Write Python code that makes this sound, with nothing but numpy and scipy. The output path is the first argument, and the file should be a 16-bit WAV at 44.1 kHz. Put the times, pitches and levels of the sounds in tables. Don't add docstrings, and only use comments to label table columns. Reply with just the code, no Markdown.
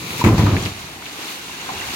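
import sys
import numpy as np
from scipy import signal
from scipy.fft import rfft, irfft
from scipy.io import wavfile
from scipy.ndimage import uniform_filter1d

SR = 44100
rng = np.random.default_rng(int(sys.argv[2]) if len(sys.argv) > 2 else 0)


def generate_wav(sig):
    pcm = np.round(np.clip(np.atleast_2d(sig).T, -1, 1) * 32767).astype(np.int16)
    wavfile.write(sys.argv[1], SR, pcm)


N = 85995

# start_s, thud_db, crack_db, contact_ms
BLOWS = [(.2396,-13.5,-12.5,.45),(.247,-11,-20,1.7),(.262,-12,-17,.8),(.2718,-12,-20,.9),(.2886,-14.5,-32,.4),(.3273,-12,-32,1.4),(.3416,-20,-34,.4),(.3795,-16,-19,1.7),(.3931,-17,-29,.35),(.436,-12,-33,1.3),(.4666,-24,-32,.9),(.5048,-24,-30,.4),(.5247,-20,-34,1.0),(.57,-23,-36,.6),(.6079,-26,-40,.4),(.6573,-31,-33,.5)]
# pitch_hz, gain_db, t60_s
SHELL_MODES = [(70,-13.5,.16),(114.6,2.2,.33),(169.3,4.5,.1),(219,2.5,.13),(272.8,-9.8,.25),(320.3,1.3,.19),(344.8,-1.3,.17),(422,-5,.2),(530,-13,.1)]
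WALL_MODES = [(928,-10,.12),(1062,1,0.11),(1360,-33,.1)]
# freq_hz, gain_db
CRACK_LEFT = [(100,-31),(330,10.5),(650,-9),(1000,4),(1600,-7.5),(2300,-0.5),(3300,-12),(5000,-17),(6500,-18),(8500,-25)]
CRACK_RIGHT = [(100,-5),(330,8),(650,-11.5),(1000,5),(1600,-13),(2300,-10),(3300,-14),(5000,-28),(6800,-15.5),(8500,-29)]
SCRAPE_COLOUR = [(25,-51),(50,-31),(85,7.5),(150,5.5),(380,-2),(520,-8.5),(700,-8.5),(950,-10.5),(1250,-12.5),(1600,-17.5),(4000,-29),(9000,-42)]
# time_s, splash_db, spray_db
RUSH_LEVEL = [
    (0.0, -39, -32), (0.054, -38.5, -37), (0.106, -36.5, -28), (0.17, -35.5, -34), (0.182, -34, -26),
    (0.214, -31.5, -35), (0.232, -38.5, -56), (0.3, -37.5, -46), (0.332, -40, -39), (0.39, -33, -55),
    (0.528, -35.5, -46), (0.648, -33, -41), (0.658, -32.5, -40), (0.736, -39, -47.5),
    (0.8, -37.5, -45.5), (0.998, -42.5, -48.5), (1.076, -37.5, -45), (1.154, -37.5, -44.5),
    (1.31, -33, -40), (1.38, -37.5, -44), (1.608, -36, -45), (1.926, -32.5, -39.5), (1.95, -30, -36)]
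# time_s, level_db
CHURN_LEVEL = [
    (0.0, -39.5), (0.054, -39), (0.068, -39), (0.16, -34), (0.178, -39), (0.2, -31.5), (0.74, -42.5),
    (1.16, -43.5), (1.194, -39.5), (1.46, -44.5), (1.606, -42), (1.686, -39.5), (1.95, -38.5)]
SKID_LEVEL = [(.238,-66),(.256,-21),(.33,-18),(.372,-26),(.395,-18.5),(.46,-20),(.55,-22),(.6,-29),(.683,-27),(.712,-44),(.8,-66)]
GURGLE_LEVEL = [(1.1,-58),(1.36,-42),(1.48,-47),(1.62,-39.5),(1.7,-45.5),(1.8,-34),(1.95,-40)]
FALLING_DROPS_LEVEL = [(1.23,-58),(1.28,-40.5),(1.315,-37.5),(1.35,-45),(1.4,-65)]
RUMBLE_LEVEL = [(0.74,-42.5),(1.056,-52),(1.28,-66),(1.53,-50.5),(1.95,-44.5)]
# freq_hz, gain_db
JET_BODY = [(25,-11),(60,-8),(120,3),(180,1.5),(330,-0.5),(600,-12.5),(1000,-6.5),(1400,-8),(2200,-46),(5000,-60)]
JET_LEFT = [(400,-44),(1000,-15),(1700,0),(2450,5.5),(3000,0),(4000,-1),(5200,-8),(6300,-4),(7600,-17.5),(9500,-13),(12000,-10.5),(15500,-12)]
JET_RIGHT = [(400,-30),(1000,-31),(1700,-13),(2350,-3),(3000,-2.5),(4200,0.5),(5300,-5),(7000,-5.5),(8000,-11.5),(9500,-14.5),(12000,-13.5),(15500,-30)]
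# freq_hz, gain_db
CHURN_COLOUR = [(25,-40),(70,-22),(120,-5.5),(170,-2),(350,0.5),(560,-6.5),(850,-1),(1100,-6),(1500,-8),(2200,-2.5),(5000,-61)]
SPLASH_LEFT = [(400,-34),(1000,-4.5),(1700,-2.5),(2350,0),(3000,0),(4000,-3.5),(5200,-10),(6300,-6.5),(7600,-35),(11000,-92)]
SPLASH_RIGHT = [(400,-67),(1000,-1),(1700,-5.5),(2350,-6.5),(3000,-2.5),(4200,-0.5),(5300,-6.5),(7000,-5.5),(8000,-15.5),(11000,-66)]
SPRAY_LEFT = [(3000,-30),(7000,2),(8500,-1.5),(10500,2),(12500,-3),(15500,-2.5)]
SPRAY_RIGHT = [(3000,-50),(7000,1),(8500,2),(10500,0),(12500,-2),(15500,-3.5)]
GURGLE_COLOUR = [(250,-31),(350,14),(520,-7),(800,11),(1020,7),(1250,-15),(1600,16.5),(2300,-18),(2650,10),(2830,18),(3080,-19.5),(5000,-31)]
FALLING_DROPS_COLOUR = [(2500,-30),(4200,4),(5200,-13),(9000,-12),(13000,-6)]
RUMBLE_COLOUR = [(25,-26),(60,-3.5),(100,-3.5),(140,-7.5),(220,-10),(600,-68)]
# start_s, level_db, pitch_hz, t60_s
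SLAPS_AND_SCRAPES = [(.106,-25,2600,.04),(.131,-24.5,2800,.033),(.381,-24,4500,.03),(.465,-19,1130,.13),(.566,-20,2000,.045),(.624,-29,6600,.03),(.653,-24.5,4100,.05),(.659,-25,2300,.09),(1.0235,-26,1230,.017),(1.057,-27,3300,.008),(1.062,-28,2400,.06),(1.688,-24,850,.17)]
# start_s, level_db, pitch_hz
PLOPS = [(1.19,-27,350),(1.496,-27,1000),(1.692,-26,800),(1.742,-29,800),(1.718,-28,200),(1.734,-25.5,400),(1.817,-24,1950),(1.839,-29,2150)]
# freq_hz, correlation
BIN_LIKENESS = [(200,0.97),(420,0.92),(650,0.57),(1000,0.91),(1500,0.2),(2400,0.029),(5000,0.16)]
JET_LIKENESS = [(200,.98),(500,.88),(700,.58),(1000,.65),(1500,-.5),(2050,-.15),(2500,.55),(3200,-.55),(4050,.48),(4600,-.1),(5500,-.42),(6150,-.2),(6800,.48),(7650,-.42),(8500,0)]
FLOOD_LIKENESS = [(200,0.96),(420,0.89),(620,0.3),(950,1),(1350,0.47),(1850,0.34),(2700,0.68),(4100,0.054),(15000,0.046)]
# freq_hz, lead_ms
FLOOD_LEAD = [(100,0.11),(400,0.067),(900,0.16),(1350,0.21),(2400,0.4),(3250,0.44),(6700,0.43)]

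LANDING_S = BLOWS[0][0]
LN_1000 = np.log(1000)


def from_db(db):
    return 10 ** (np.asarray(db) / 20)


def unit_rms(x):
    return x / np.sqrt(np.mean(x ** 2) + 1e-20)


def in_time(rows):
    time_s, *columns = np.transpose(rows)
    return [np.interp(np.arange(N) / SR, time_s, column) for column in columns]


def per_bin(rows):
    freq_hz, value = np.transpose(rows)
    return np.interp(np.log(np.arange(N // 2 + 1) * SR / N + 1), np.log(freq_hz), value)


def since(start_s):
    return np.maximum(np.arange(N) / SR - start_s, 0)


def decay(t_s, t60_s):
    return (t_s > 0) * np.exp(-LN_1000 * t_s / t60_s)


def butter(x, order, edge_hz, kind):
    return signal.sosfilt(signal.butter(order, edge_hz, kind, fs=SR, output="sos"), x)


def drift(rate_hz):
    pole = np.exp(-2 * np.pi * rate_hz / SR)
    return unit_rms(signal.lfilter([1], [1, -2 * pole, pole ** 2], rng.standard_normal(2 * N))[N:])


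def ring(clicks, pitch_hz, t60_s):
    pole = np.exp(-LN_1000 / (t60_s * SR))
    step_rad = 2 * np.pi * pitch_hz / SR
    feedback = [1, -2 * pole * np.cos(step_rad), pole ** 2]
    return signal.lfilter([0, np.sin(step_rad)], feedback, clicks + 1e-18)


def noise():
    return rng.standard_normal((2, N))


def grains(per_s, spread_db):
    sizes = from_db(spread_db * np.minimum(rng.exponential(1, (2, N)), 5))
    return sizes * rng.choice([-1, 1], (2, N)) * (rng.random((2, N)) < per_s / SR)


def blend(a, b, share):
    return np.sqrt(1 - share) * unit_rms(a) + np.sqrt(share) * unit_rms(b)


def stereo(pair, left_colour, right_colour, likeness, lead=None):
    a, b = rfft(pair)
    mix_rad = np.arcsin(np.clip(per_bin(likeness), -.999, .999)) / 2
    left = (a * np.cos(mix_rad) + b * np.sin(mix_rad)) * from_db(per_bin(left_colour))
    right = (b * np.cos(mix_rad) + a * np.sin(mix_rad)) * from_db(per_bin(right_colour))
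    if lead:
        freq_hz = np.arange(len(a)) * SR / N
        right *= np.exp(-2j * np.pi * freq_hz * per_bin(lead) / 1000)
    return unit_rms(irfft(np.array([left, right]), N))


def at_flood(pair, left_colour, right_colour=None):
    return stereo(pair, left_colour, right_colour or left_colour, FLOOD_LIKENESS, FLOOD_LEAD)


def landing(crack_t60_s=.11):
    force, crack_gain = np.zeros((2, N))
    for start_s, thud_db, crack_db, contact_ms in BLOWS:
        t_s = since(start_s)
        push = t_s * np.exp(-2 * t_s / (contact_ms / 1000))
        force += from_db(thud_db) * push / push.sum()
        crack_gain += from_db(crack_db) * decay(t_s, crack_t60_s)
    return shell(force) + crack_gain * stereo(noise(), CRACK_LEFT, CRACK_RIGHT, BIN_LIKENESS)


def shell(force, sag_share=.128, sag_s=.3):
    pitch_ratio = 1 - sag_share * np.minimum(since(LANDING_S) / sag_s, 1)
    clock_s = np.cumsum(pitch_ratio) / SR
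    out = 0
    for pitch_hz, gain_db, t60_s in [*SHELL_MODES, *WALL_MODES]:
        phasor = np.exp(2j * np.pi * pitch_hz * clock_s)
        pole = np.exp(-LN_1000 / (t60_s * SR))
        amplitude = signal.lfilter([1], [1, -pole], force / phasor + 1e-18)
        out += from_db(gain_db) * (phasor * amplitude).imag
    return butter(out, 4, 55, "high")


def skid(judder_db=-3.5, scrape_db=1):
    level_db, = in_time(SKID_LEVEL)
    slips = grains(per_s=260, spread_db=3.5)[0]
    judder = shell(butter(slips, 1, 230, "low"))
    judder /= np.sqrt(uniform_filter1d(judder ** 2, size=1500) + 1e-9)
    scrape = stereo(grains(per_s=900, spread_db=2.35), SCRAPE_COLOUR, SCRAPE_COLOUR, BIN_LIKENESS)
    return from_db(level_db) * (from_db(judder_db) * judder + from_db(scrape_db) * scrape)


def water(flutter_db=.3):
    splash_db, spray_db = in_time(RUSH_LEVEL)
    churn_db, = in_time(CHURN_LEVEL)
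    flood_share, = in_time([(.24, .092), (.6, .97)])
    on_ground = np.sqrt(flood_share) * flood(churn_db + 4.2, splash_db + 3, spray_db + 3)
    from_lid = np.sqrt(1 - flood_share) * jet(churn_db + 5.5, splash_db + 7)
    return (on_ground + from_lid) * from_db(flutter_db * drift(rate_hz=34.3))


def flood(churn_db, splash_db, spray_db, bubble_share=.17):
    splash_drops = at_flood(patter(), SPLASH_LEFT, SPLASH_RIGHT)
    small_bubbles = at_flood(bubbles(low_hz=1084, high_hz=7090, per_s=1500), SPLASH_LEFT, SPLASH_RIGHT)
    splash = blend(splash_drops, small_bubbles, bubble_share)
    spray = at_flood(patter(), SPRAY_LEFT, SPRAY_RIGHT)
    churn_drops = at_flood(patter(), CHURN_COLOUR)
    big_bubbles = at_flood(bubbles(low_hz=221.9, high_hz=1599, per_s=450), CHURN_COLOUR)
    churn = blend(churn_drops, big_bubbles, bubble_share)
    return from_db(churn_db) * churn + from_db(splash_db) * splash + from_db(spray_db) * spray


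def jet(body_db, hiss_db):
    body = stereo(patter(), JET_BODY, JET_BODY, JET_LIKENESS)
    hiss = stereo(patter(), JET_LEFT, JET_RIGHT, JET_LIKENESS)
    return from_db(body_db) * body + from_db(hiss_db) * hiss


def patter():
    return blend(noise(), grains(per_s=3500, spread_db=1.5), share=.6)


def bubbles(low_hz, high_hz, per_s, t60_cycles=79, size_count=48):
    clicks = grains(per_s, spread_db=3.5)
    sizes = rng.integers(0, size_count, (2, N))
    return sum(pitch_hz * ring(clicks * (sizes == size), pitch_hz, t60_cycles / pitch_hz)
               for size, pitch_hz in enumerate(np.geomspace(low_hz, high_hz, size_count)))


def gurgle():
    level_db, = in_time(GURGLE_LEVEL)
    trapped = bubbles(low_hz=294, high_hz=2980, per_s=650, t60_cycles=28)
    return from_db(level_db) * at_flood(trapped, GURGLE_COLOUR)


def slaps_and_scrapes(edge_ratio=1.25):
    out = 0
    for start_s, level_db, pitch_hz, t60_s in SLAPS_AND_SCRAPES:
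        burst = unit_rms(butter(noise(), 2, [pitch_hz / edge_ratio, pitch_hz * edge_ratio], "band"))
        out += from_db(level_db) * decay(since(start_s), t60_s) * burst
    return out


def plops(t60_s=.042, rise_per_s=3.2):
    out = 0
    for start_s, level_db, pitch_hz in PLOPS:
        t_s = since(start_s)
        phase_rad = 2 * np.pi * pitch_hz * t_s * (1 + rise_per_s * t_s / 2)
        out += from_db(level_db) * decay(t_s, t60_s) * np.sin(phase_rad)
    return out


def squeak(start_s=.2125, length_s=.0115, pitch_hz=1000, fall_hz_per_s=4000, level_db=-13):
    t_s = np.minimum(since(start_s), length_s)
    swell = np.sqrt(np.abs(np.sin(np.pi * t_s / length_s)))
    return from_db(level_db) * swell * np.sin(2 * np.pi * t_s * (pitch_hz - fall_hz_per_s * t_s / 2))


def falling_drops():
    level_db, = in_time(FALLING_DROPS_LEVEL)
    return from_db(level_db) * at_flood(grains(per_s=900, spread_db=3), FALLING_DROPS_COLOUR)


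def rumble(gain_db=2.5):
    level_db, = in_time(RUMBLE_LEVEL)
    low_noise = stereo(noise(), RUMBLE_COLOUR, RUMBLE_COLOUR, BIN_LIKENESS)
    return (since(LANDING_S) > 0) * from_db(level_db + gain_db) * low_noise


def scene():
    spill = water() + gurgle() + falling_drops() + rumble() + plops()
    return spill + slaps_and_scrapes() + squeak() + landing() + skid()


def record(dry):
    low_cut_hz, ceiling, high_cut_hz = 30, 1.1, 15900
    rounded = ceiling * np.tanh(butter(dry, 2, low_cut_hz, "high") / ceiling)
    return signal.sosfilt(signal.ellip(12, .1, 80, high_cut_hz, fs=SR, output="sos"), rounded)


dry = scene()
out = record(dry)
generate_wav(out)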